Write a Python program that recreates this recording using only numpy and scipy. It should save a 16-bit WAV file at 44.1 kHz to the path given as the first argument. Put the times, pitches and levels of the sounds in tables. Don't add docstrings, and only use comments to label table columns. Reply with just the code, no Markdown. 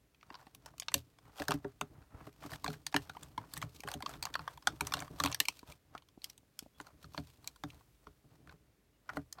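import sys
import numpy as np
from scipy import signal
from scipy.fft import rfft, irfft
from scipy.io import wavfile
from scipy.ndimage import uniform_filter1d

SR = 44100
rng = np.random.default_rng(int(sys.argv[2]) if len(sys.argv) > 2 else 0)


def generate_wav(signal):
    frames = np.transpose(np.atleast_2d(signal))
    scaled = np.clip(frames, -1, 1) * 32767
    pcm = np.round(scaled).astype(np.int16)
    wavfile.write(sys.argv[1], SR, pcm)


N = 414540

# pitch in Hz, relative level in dB, base time to die by 60 dB in seconds.
PANEL_TONES = [(286.6, 2.5, 0.06), (236.8, -8, 0.063), (411.9, -7.5, 0.074), (588.5, -4, 0.045),
               (724, -13, 0.051)]
# pitch in Hz, relative level in dB, base time to die by 60 dB in seconds.
DRAWER_TONES = [(80, -4, 0.16), (119.9, -4.5, 0.17), (151.1, 6.5, 0.087)]


def click(shell_db, edge_db, tick_db, shell_hz, edge_hz):
    # pitch in Hz, relative level in dB, sharpness Q (later kept within limits).
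    shell_modes = [(654, -15.5, 3.5), (790, -4, 3.3), (1050, -1, 2.3), (1530, -5, 2.4), (1760, -24.5, 1.5)]
    edge_modes = [(2404, -3, 3.3), (3220, -3, 2.8), (3680, -6.5, 3.6), (4402, -2.5, 4.6), (5520, -8, 3.8)]
    rim_modes = [(6365, 6.5, 3.2), (7870, -2.5, 9.3), (8300, 6, 2.8), (12200, 2, 8.9), (12200, -2.5, 1.3),
                 (15200, -10.5, 3.3)]
    t = np.arange(4096) / SR

    stretch_db = 0.07 * np.clip(shell_db - edge_db, -10, 20)
    chatter_s = 0.0014 * gain_of(stretch_db)
    u = t / chatter_s
    touches = rng.standard_normal(4096) * (0.32 + (rng.random(4096) < 0.2))
    lingering_rattle = 0.093 * np.exp(-u / 9)
    chatter = ((u + 0.35) * np.exp(-u) + lingering_rattle) * touches
    chatter[np.searchsorted(u, 0.6)] = 0.59 * np.linalg.norm(chatter)

    shell = damped(chatter, shell_modes + [(shell_hz, 5.0, 5.0)])
    hollow_modes = [(k * shell_hz, 0, 0.084) for k in (0.93, 1, 1.12)]
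    shell = shell + gain_of(-20.5) * rung(hollow_modes, t, spread_db=1)

    strongest = (edge_hz, 3.0, 6.0)
    edge = damped(chatter, edge_modes + [strongest] * int(edge_hz < 6000))
    rim = damped(chatter, rim_modes + [strongest] * int(edge_hz >= 6000))
    return gain_of(shell_db) * shell + gain_of(edge_db) * edge + gain_of(tick_db) * rim


def hollow(x):
    # pitch in Hz, time to die by 60 dB in seconds.
    tail_times = [(300, 0.071), (1200, 0.062), (4000, 0.059), (12000, 0.034)]
    taps = np.zeros(SR // 2)
    at = np.arange(100, len(taps) - 20, 20)
    taps[at + rng.integers(0, 20, len(at))] = rng.choice([-1.0, 1.0], len(at))
    hz, t, bands = signal.stft(taps, SR, nperseg=128)
    f, t60 = np.transpose(tail_times)
    t60 = np.interp(np.log(hz + 1), np.log(f), t60)[:, None]
    tail = signal.istft(bands * gain_of(-60 * t / t60), SR, nperseg=128)[1]
    return signal.fftconvolve(x, tail / np.linalg.norm(tail))[:N]


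def thump(db, boom_db):
    t = np.arange(12000) / SR
    ring = np.clip(1.92 + 0.1 * boom_db + 0.06 * (db + 40), 0.2, 3)
    panel = rung([(hz, d, ring * t60) for hz, d, t60 in PANEL_TONES], t, spread_db=4.0)
    panel = panel * (1 - np.exp(-t / 0.012))
    drawer = rung([(hz, d, ring * t60) for hz, d, t60 in DRAWER_TONES], t, spread_db=3)
    drawer = drawer * (1 - np.exp(-t / 0.0049))
    return gain_of(db) * (peaked(panel) + gain_of(boom_db) * peaked(drawer))


def sliding():
    # time in seconds, strength of the rumble in dB.
    handling = [(0.0, -77), (0.83, -60.5), (1.26, -69), (1.49, -66), (1.65, -69), (3.48, -58.5),
                (4.03, -65.5), (4.42, -73), (4.66, -63.5), (4.87, -59.5), (5.23, -59.5), (5.71, -73),
                (6.62, -76.5), (6.96, -70), (8.32, -71), (8.46, -65), (8.82, -78.5), (9.4, -71)]
    # pitch in Hz, relative level in dB per Hz.
    rasp_colour = [(1500, -10.5), (2500, 4), (4500, 4.5), (7000, -0.5), (9000, -1), (10400, -6.5),
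                   (12500, -0.5), (16000, -8.5)]
    # pitch in Hz, relative level in dB per Hz.
    drag_colour = [(300, -8.5), (600, 3), (1200, 2.5), (1800, -5), (3000, -16.5), (5000, -33.5)]
    weight = gain_of(curve(handling))
    rasping, dragging, lurching = slide_gains()

    grain = slips(190, 0.0029, 0.62)
    rasp = coloured(grain * rng.standard_normal(N), rasp_colour)
    slower_grain = slips(90, 0.0087, 0.059)
    drag = coloured((grain + slower_grain) * rng.standard_normal(N), drag_colour)

    t = np.arange(12000) / SR
    body_modes = [(hz, db, 0.63 * t60) for hz, db, t60 in PANEL_TONES + DRAWER_TONES]
    body = rung(body_modes, t, spread_db=2.0)
    push = (weight + lurching) * evened(slips(30, 0.021, 0.44) * rng.standard_normal(N))
    rumble = signal.oaconvolve(push, body / np.linalg.norm(body))[:N]

    rasp_gain = rasping + gain_of(-18) * weight
    drag_gain = dragging + gain_of(-19.5) * weight
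    return rasp_gain * rasp + drag_gain * drag + rumble


def slide_gains():
    # start of the hold in seconds, its length in seconds, rasp level in dB, shell drag level in dB.
    slides = [(0.298, 0.062, -76, -65.5), (0.407, 0.0064, -76, -66), (.47, 0.0075, -77, -73),
              (0.664, .02, -79, -68), (0.962, 0.019, -58.5, -71.5), (1.265, 0.031, -77, -65),
              (1.405, 0.016, -52, -49.5), (1.504, 0.049, -63, -55.5), (1.637, 0.067, -79, -70.5),
              (1.851, 0.018, -79, -71.5), (1.962, 0.058, -101, -74), (2.143, 0.11, -90, -64),
              (2.25, 0.013, -68, -65), (2.45, 0.012, -56.5, -55.5), (2.532, 0.012, -56, -53),
              (2.665, .08, -59, -60.5), (2.966, 0.042, -64.5, -67), (3.038, 0.036, -75, -70.5),
              (3.17, 0.09, -69.5, -66), (3.396, 0.058, -93, -67.5), (3.537, .02, -58.5, -64),
              (3.622, 0.033, -66.5, -62), (3.76, 0.0079, -61, -76), (3.893, 0.04, -61, -55.5),
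              (4.08, 0.062, -60, -53), (4.241, 0.046, -69, -57), (4.35, 0.1, -71, -63.5),
              (4.5, 0.038, -69, -62.5), (4.68, 0.073, -71, -62.5), (4.853, 0.2, -63.5, -56.5),
              (5.205, 0.1, -55.5, -50.5), (5.408, 0.038, -64.5, -63.5), (5.502, 0.074, -64.5, -73),
              (5.68, 0.032, -62.5, -62), (5.957, 0.0056, -73, -63), (6.242, 0.063, -69.5, -74.5),
              (6.622, 0.018, -68.5, -75), (6.798, 0.018, -70.5, -69), (6.865, 0.018, -70.5, -62),
              (7.027, 0.029, -70, -72.5), (7.155, 0.051, -63, -67), (7.259, 0.075, -71.5, -78),
              (7.46, 0.015, -63.5, -63), (7.674, 0.11, -73.5, -74), (8.069, 0.017, -78, -71),
              (8.312, 0.037, -81.5, -76), (8.493, 0.025, -78.5, -66), (9.125, 0.0092, -80, -62.5),
              (9.154, 0.027, -65.5, -60), (9.391, 0.024, -83, -61.5)]
    rise, fall = 330.5, 419
    t, gains = np.arange(N) / SR, np.zeros((3, N))
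    for start, hold, rasp_db, drag_db in slides:
        near = slice(max(round((start - 0.2) * SR), 0), round((start + hold + 0.3) * SR))
        before = np.maximum(start - t[near], 0)
        after = np.maximum(t[near] - start - hold, 0)
        shape_db = -rise * before - fall * after
        lurch_db = drag_db - 4.5 + 0.44 * (drag_db - rasp_db)
        gains[:, near] += gain_of(shape_db + np.array([[rasp_db], [drag_db], [lurch_db]]))
    return gains


def slips(per_s, seconds, steady):
    size_db = 4.2 * np.minimum(rng.exponential(1, N), 4)
    size = gain_of(size_db) * (rng.random(N) < per_s / SR)
    return steady + evened(signal.lfilter([1], [1, -np.exp(-1 / (seconds * SR))], size))


def squeak(length, hz, db):
    t = np.arange(0, length, 1 / SR)
    wobble = 1 + 0.23 * uniform_filter1d(rng.standard_normal(4000), 150)[:len(t)]
    tone = np.sin(2 * np.pi * np.cumsum(hz * wobble) / SR)
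    return gain_of(db) * tone * signal.windows.tukey(len(wobble), 0.4)


def background():
    # pitch in Hz, relative level in dB per Hz.
    hum_colour = [(15, -22.5), (25, -1), (50, 3), (405, -5), (863, -15.5), (1890, -16), (2160, -16.5),
                  (2840, -18.5), (3080, -19.5), (9320, -25), (16000, -25.5)]
    # time in seconds, level in dB.
    grip_levels = [(0.0, -82), (0.86, -77.5), (5.23, -67), (5.55, -83), (7.8, -69.5), (8.85, -83),
                   (9.4, -71.5)]
    grip_colour = [(20, -36.0), (40, -12.0), (52, 2.5), (65, -6.5), (100, -37.5)]  # (Hz, dB)
    grip = coloured(rng.standard_normal(N), grip_colour)
    hum = gain_of(-73.5) * coloured(rng.standard_normal(N), hum_colour)
    return hum + gain_of(curve(grip_levels)) * grip


def damped(x, modes):
    hz = np.fft.rfftfreq(len(x), 1 / SR) + 1
    f, db, q = np.transpose(modes)[:, :, None]
    db = db + 2 * rng.standard_normal(db.shape)
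    late = np.exp(-2j * np.pi * hz * 0.000613 * rng.random(db.shape))
    resonance = 1 / (1 + 1j * np.clip(q, 2, 6.5) * (hz / f - f / hz)) ** 2
    response = (gain_of(db) * late * resonance).sum(0)
    out = irfft(rfft(x) * response, len(x))
    return out / np.sqrt((out ** 2).sum() / (0.007 * SR))


def rung(modes, t, spread_db):
    hz, db, t60 = np.transpose(modes)[:, :, None]
    db = db + spread_db * rng.standard_normal(hz.shape)
    hz = hz * (1 + 0.02 * rng.standard_normal(hz.shape))
    return (gain_of(db - 60 * t / t60) * np.sin(2 * np.pi * hz * t)).sum(0)


def coloured(x, points):
    f, db = np.transpose(points)
    hz = np.fft.rfftfreq(len(x), 1 / SR)
    gain = gain_of(np.interp(np.log(hz + 1), np.log(f + 1), db))
    return evened(irfft(rfft(x) * gain, len(x)))


def curve(table):
    s, values = np.transpose(table)
    return np.interp(np.arange(N) / SR, s, values)


def gain_of(db):
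    return 10 ** (np.asarray(db) / 20)


def evened(x):
    return x / np.sqrt(np.mean(x ** 2) + 1e-20)


def peaked(x):
    return x / abs(x).max()


def add(mix, s, sound):
    part = mix[round(s * SR):][:len(sound)]
    part += sound[:len(part)]


def scene():
    # time in seconds, shell ring under 2 kHz in dB, edge ring at 2-6 kHz in dB,
    # tick over 6 kHz in dB, shell pitch in Hz, edge pitch in Hz.
    meetings = [(.1455, -74, -67, -85, 2020, 2600), (.21, -73, -66, -89, 1960, 2410),
                (0.2283, -57.5, -62, -90, 1230, 2840), (.302, -48, -59, -91, 920, 2770),
                (0.324, -61, -67, -85, 1020, 3000), (.342, -50, -54, -80, 960, 4570),
                (.352, -51.5, -52.5, -78, 1060, 4300), (.412, -60, -70, -80, 790, 3000),
                (.467, -56, -64.5, -73, 778, 2060), (0.5476, -64.5, -56.5, -55.5, 1180, 9300),
                (0.6591, -50.5, -53.5, -55.5, 930, 5470), (.737, -60.5, -85, -89, 690, 2220),
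                (.7806, -65, -58, -60, 1200, 2970), (.798, -57, -42, -38.5, 1070, 5370),
                (0.8207, -53, -48, -70, 704, 3080), (.829, -72, -57, -63, 1110, 3600),
                (.883, -41, -35.5, -68, 964, 2250), (0.9169, -49.5, -62, -57, 1870, 4420),
                (0.9409, -36, -28, -26, 1675, 9100), (1.186, -62, -65, -72, 656, 5050),
                (1.383, -52, -54, -64, 665, 3160), (1.398, -44, -46, -62, 750, 3820),
                (1.419, -38, -49.5, -64, 680, 2520), (1.4819, -32.5, -38.5, -39.5, 1340, 5000),
                (1.507, -32.5, -37.5, -43.5, 950, 2480), (1.5173, -30, -38, -46.5, 767, 2580),
                (1.539, -49, -54, -52, 1134, 5400), (1.645, -46, -63, -84, 940, 2220),
                (1.811, -34, -39.5, -41.5, 1260, 3730), (2.023, -67.5, -72, -86, 1490, 2650),
                (2.27, -53.5, -65.5, -76, 690, 2490), (2.327, -86, -71, -73, 1500, 6450),
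                (2.423, -51.5, -67, -74, 730, 2100), (2.437, -47.5, -65, -76, 1130, 2170),
                (2.493, -55, -69, -74, 680, 2980), (2.517, -48, -54.5, -57, 740, 4690),
                (2.533, -45, -50, -55, 1690, 2340), (2.643, -35.5, -44, -45, 1090, 3840),
                (2.6619, -38.5, -48, -59, 1100, 3350), (2.6781, -38, -40, -60, 760, 4300),
                (2.702, -49, -56, -73, 1400, 4300), (2.737, -52, -63, -75, 1680, 5600),
                (2.865, -44.5, -37.5, -40, 1820, 4700), (2.9244, -54, -54.5, -61, 1060, 6000),
                (2.942, -29, -35.5, -48, 977, 2320), (2.963, -28, -30.5, -38.5, 1760, 2800),
                (3.095, -43.5, -49, -59.5, 1426, 4000), (3.149, -54, -65, -78, 1170, 2270),
                (3.167, -45, -58, -68, 996, 3100), (3.231, -78, -54.5, -50.5, 690, 3430),
                (3.3772, -33.5, -47, -58.5, 964, 2080), (3.4375, -55.5, -75, -86, 990, 2770),
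                (3.536, -52, -47, -44, 1680, 7100), (3.5667, -45.5, -50, -53, 1900, 2240),
                (3.575, -49.5, -50.5, -44, 1850, 8300), (3.6157, -47, -48, -53, 2000, 4100),
                (3.6244, -38, -45, -52, 1325, 2250), (3.8036, -67, -51, -53, 1990, 2260),
                (3.835, -46.5, -56, -57, 800, 2400), (3.8744, -40.5, -51.5, -56, 830, 2930),
                (3.8852, -40.5, -48, -50, 717, 3950), (3.9152, -47.5, -46.5, -49, 786, 3850),
                (3.9388, -44, -44, -47, 756, 4060), (4.004, -47, -65, -63, 770, 2420),
                (4.023, -43, -44.5, -54, 1070, 2120), (4.0606, -36, -40.5, -57, 1190, 3520),
                (4.0921, -46.5, -61, -53, 1270, 3230), (4.137, -64, -53, -74, 1050, 3570),
                (4.2257, -45, -38, -40, 1020, 4450), (4.2353, -54, -47, -56, 920, 4620),
                (4.2524, -40, -40, -42.5, 1105, 4640), (4.267, -46, -57, -71, 1070, 2210),
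                (4.3394, -47, -40, -50.5, 1790, 3860), (4.3531, -31.5, -39.5, -54, 1180, 4450),
                (4.392, -43, -52, -67, 930, 2500), (4.4768, -35.5, -48.5, -60, 1037, 3300),
                (4.574, -50, -58, -64, 930, 3170), (4.6234, -60, -60.5, -69, 1150, 5300),
                (4.6713, -24.5, -28.5, -34.5, 1293, 3530), (4.8076, -33, -35, -38, 930, 2290),
                (4.8687, -46, -46, -40, 2000, 8800), (4.921, -37, -40.5, -51, 1110, 3440),
                (4.9371, -32, -32, -38.5, 1255, 2880), (4.969, -43, -47, -54, 740, 2180),
                (4.979, -49, -55, -65, 970, 4600), (4.9905, -58, -47, -56, 770, 4670),
                (5.0023, -50, -47, -48, 1020, 5980), (5.021, -42, -52, -55, 744, 2250),
                (5.078, -52.5, -65, -74, 1100, 3640), (5.1998, -30, -34, -41.5, 1156, 3570),
                (5.237, -33, -34, -35.5, 1190, 6350), (5.248, -35, -38, -48, 1085, 2390),
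                (5.2589, -32.5, -33, -41, 936, 2720), (5.2727, -42, -41, -65, 1220, 2210),
                (5.3149, -47, -48, -47.5, 745, 7900), (5.3254, -55, -39.5, -50, 830, 2350),
                (5.345, -41, -35.5, -39, 1810, 5560), (5.4012, -32.5, -26, -27, 1840, 2960),
                (5.453, -59, -41, -48.5, 1960, 2300), (5.484, -38.5, -29, -36, 1014, 2630),
                (5.5912, -67, -56, -58, 1540, 4200), (5.629, -55, -75, -73, 1000, 2340),
                (5.721, -64, -54, -60, 893, 2434), (5.95, -42, -62, -73.5, 1346, 2230),
                (5.9776, -61, -54, -65, 1950, 2350), (6.021, -68, -66, -88, 1010, 2890),
                (6.086, -73, -65.5, -75, 996, 3260), (6.218, -81, -57.5, -70, 1920, 4500),
                (6.2421, -72, -40.5, -44, 2030, 4560), (6.2983, -82, -50, -57, 2020, 5900),
                (6.3778, -75, -63, -59, 935, 6580), (6.59, -58, -43.5, -43, 1460, 5530),
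                (6.7999, -44.5, -53, -61.5, 850, 2200), (6.8113, -61, -61.5, -58, 930, 7150),
                (6.8676, -57.5, -61, -65.5, 1290, 6000), (7.0425, -53, -57.5, -74, 1280, 2520),
                (7.145, -46, -59, -68, 954, 2300), (7.1767, -39, -41, -64, 645, 4400),
                (7.443, -61, -58.5, -65, 1000, 3900), (7.4743, -61, -41, -42.5, 990, 3900),
                (7.5593, -62, -64.5, -66, 995, 4440), (7.6362, -40, -47.5, -56.5, 745, 3700),
                (7.702, -78, -54.5, -69, 800, 3840), (7.808, -63, -77.5, -83.5, 893, 2200),
                (8.0684, -50, -64, -78, 1330, 2200), (8.473, -58, -69, -75, 676, 2100),
                (8.493, -54.5, -60.5, -78, 1476, 2060), (9.0908, -38.5, -61.5, -68, 1355, 2150),
                (9.097, -42.5, -62, -65.5, 1720, 2100), (9.1691, -35, -52.5, -59, 634, 2100),
                (9.3258, -60, -48.5, -44.5, 1990, 5230), (9.3843, -49, -62, -82, 710, 2340)]
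    # time in seconds, level in dB, boom under 200 Hz in dB against that level.
    knocks = [(0.31, -46.5, -16), (.469, -48, -17), (0.946, -34.5, -6), (1.402, -31, -13.5),
              (1.487, -30, -6.5), (1.539, -31.5, -9), (1.645, -30, -12.5), (1.814, -37.5, -7.5),
              (2.269, -42.5, -9.5), (2.447, -42, -5.5), (2.646, -40.5, -7), (2.681, -37.5, 0),
              (2.945, -27.5, -10.5), (3.164, -50, -15), (3.38, -38.5, -20.5), (3.57, -53.5, 7.5),
              (3.633, -51.5, 7.5), (3.798, -48, -18), (3.846, -42.5, -5), (3.949, -39.5, -4),
              (4.032, -42, -12), (4.071, -48, -5), (4.396, -56, 8.5), (4.811, -37.5, -4.5),
              (4.947, -42.5, -4), (4.979, -46, -2), (5.015, -45, -1), (5.204, -40.5, 0.5),
              (5.241, -30, -6.5), (5.406, -43, -10), (5.488, -50, -6.5), (5.631, -44.5, -15),
              (5.951, -45.5, -27), (6.176, -44.5, -22), (6.432, -58, -8), (6.625, -44.5, -28),
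              (6.662, -45, -29), (6.801, -47, -7.5), (7.042, -53.5, 3.5), (7.144, -52, -5),
              (7.179, -37.5, -3), (7.638, -38.5, -4), (8.068, -48.5, -6), (8.336, -60.5, 1.5),
              (8.477, -57.5, 3.5), (8.535, -56, 0), (9.171, -34, -7.5)]
    # time in seconds, length in seconds, pitch in Hz, level in dB.
    squeaks = [(6.74, 0.042, 3380, -74), (8.933, 0.047, 2860, -82)]
    clicks = np.zeros(N)
    others = sliding() + background()
    for s, *row in meetings:
        add(clicks, s, click(*row))
    for s, *row in knocks:
        add(others, s, thump(*row))
    for s, *row in squeaks:
        add(others, s, squeak(*row))
    return (clicks + gain_of(-20.5) * hollow(clicks) + others)[None]


def record(dry):
    dry = signal.sosfilt(signal.butter(4, 43, "high", fs=SR, output="sos"), dry)
    treble_limit = signal.firwin(255, 16500, window=("kaiser", 9), fs=SR)
    return signal.oaconvolve(dry, treble_limit[None], "same")


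dry = scene()
out = record(dry)
generate_wav(out)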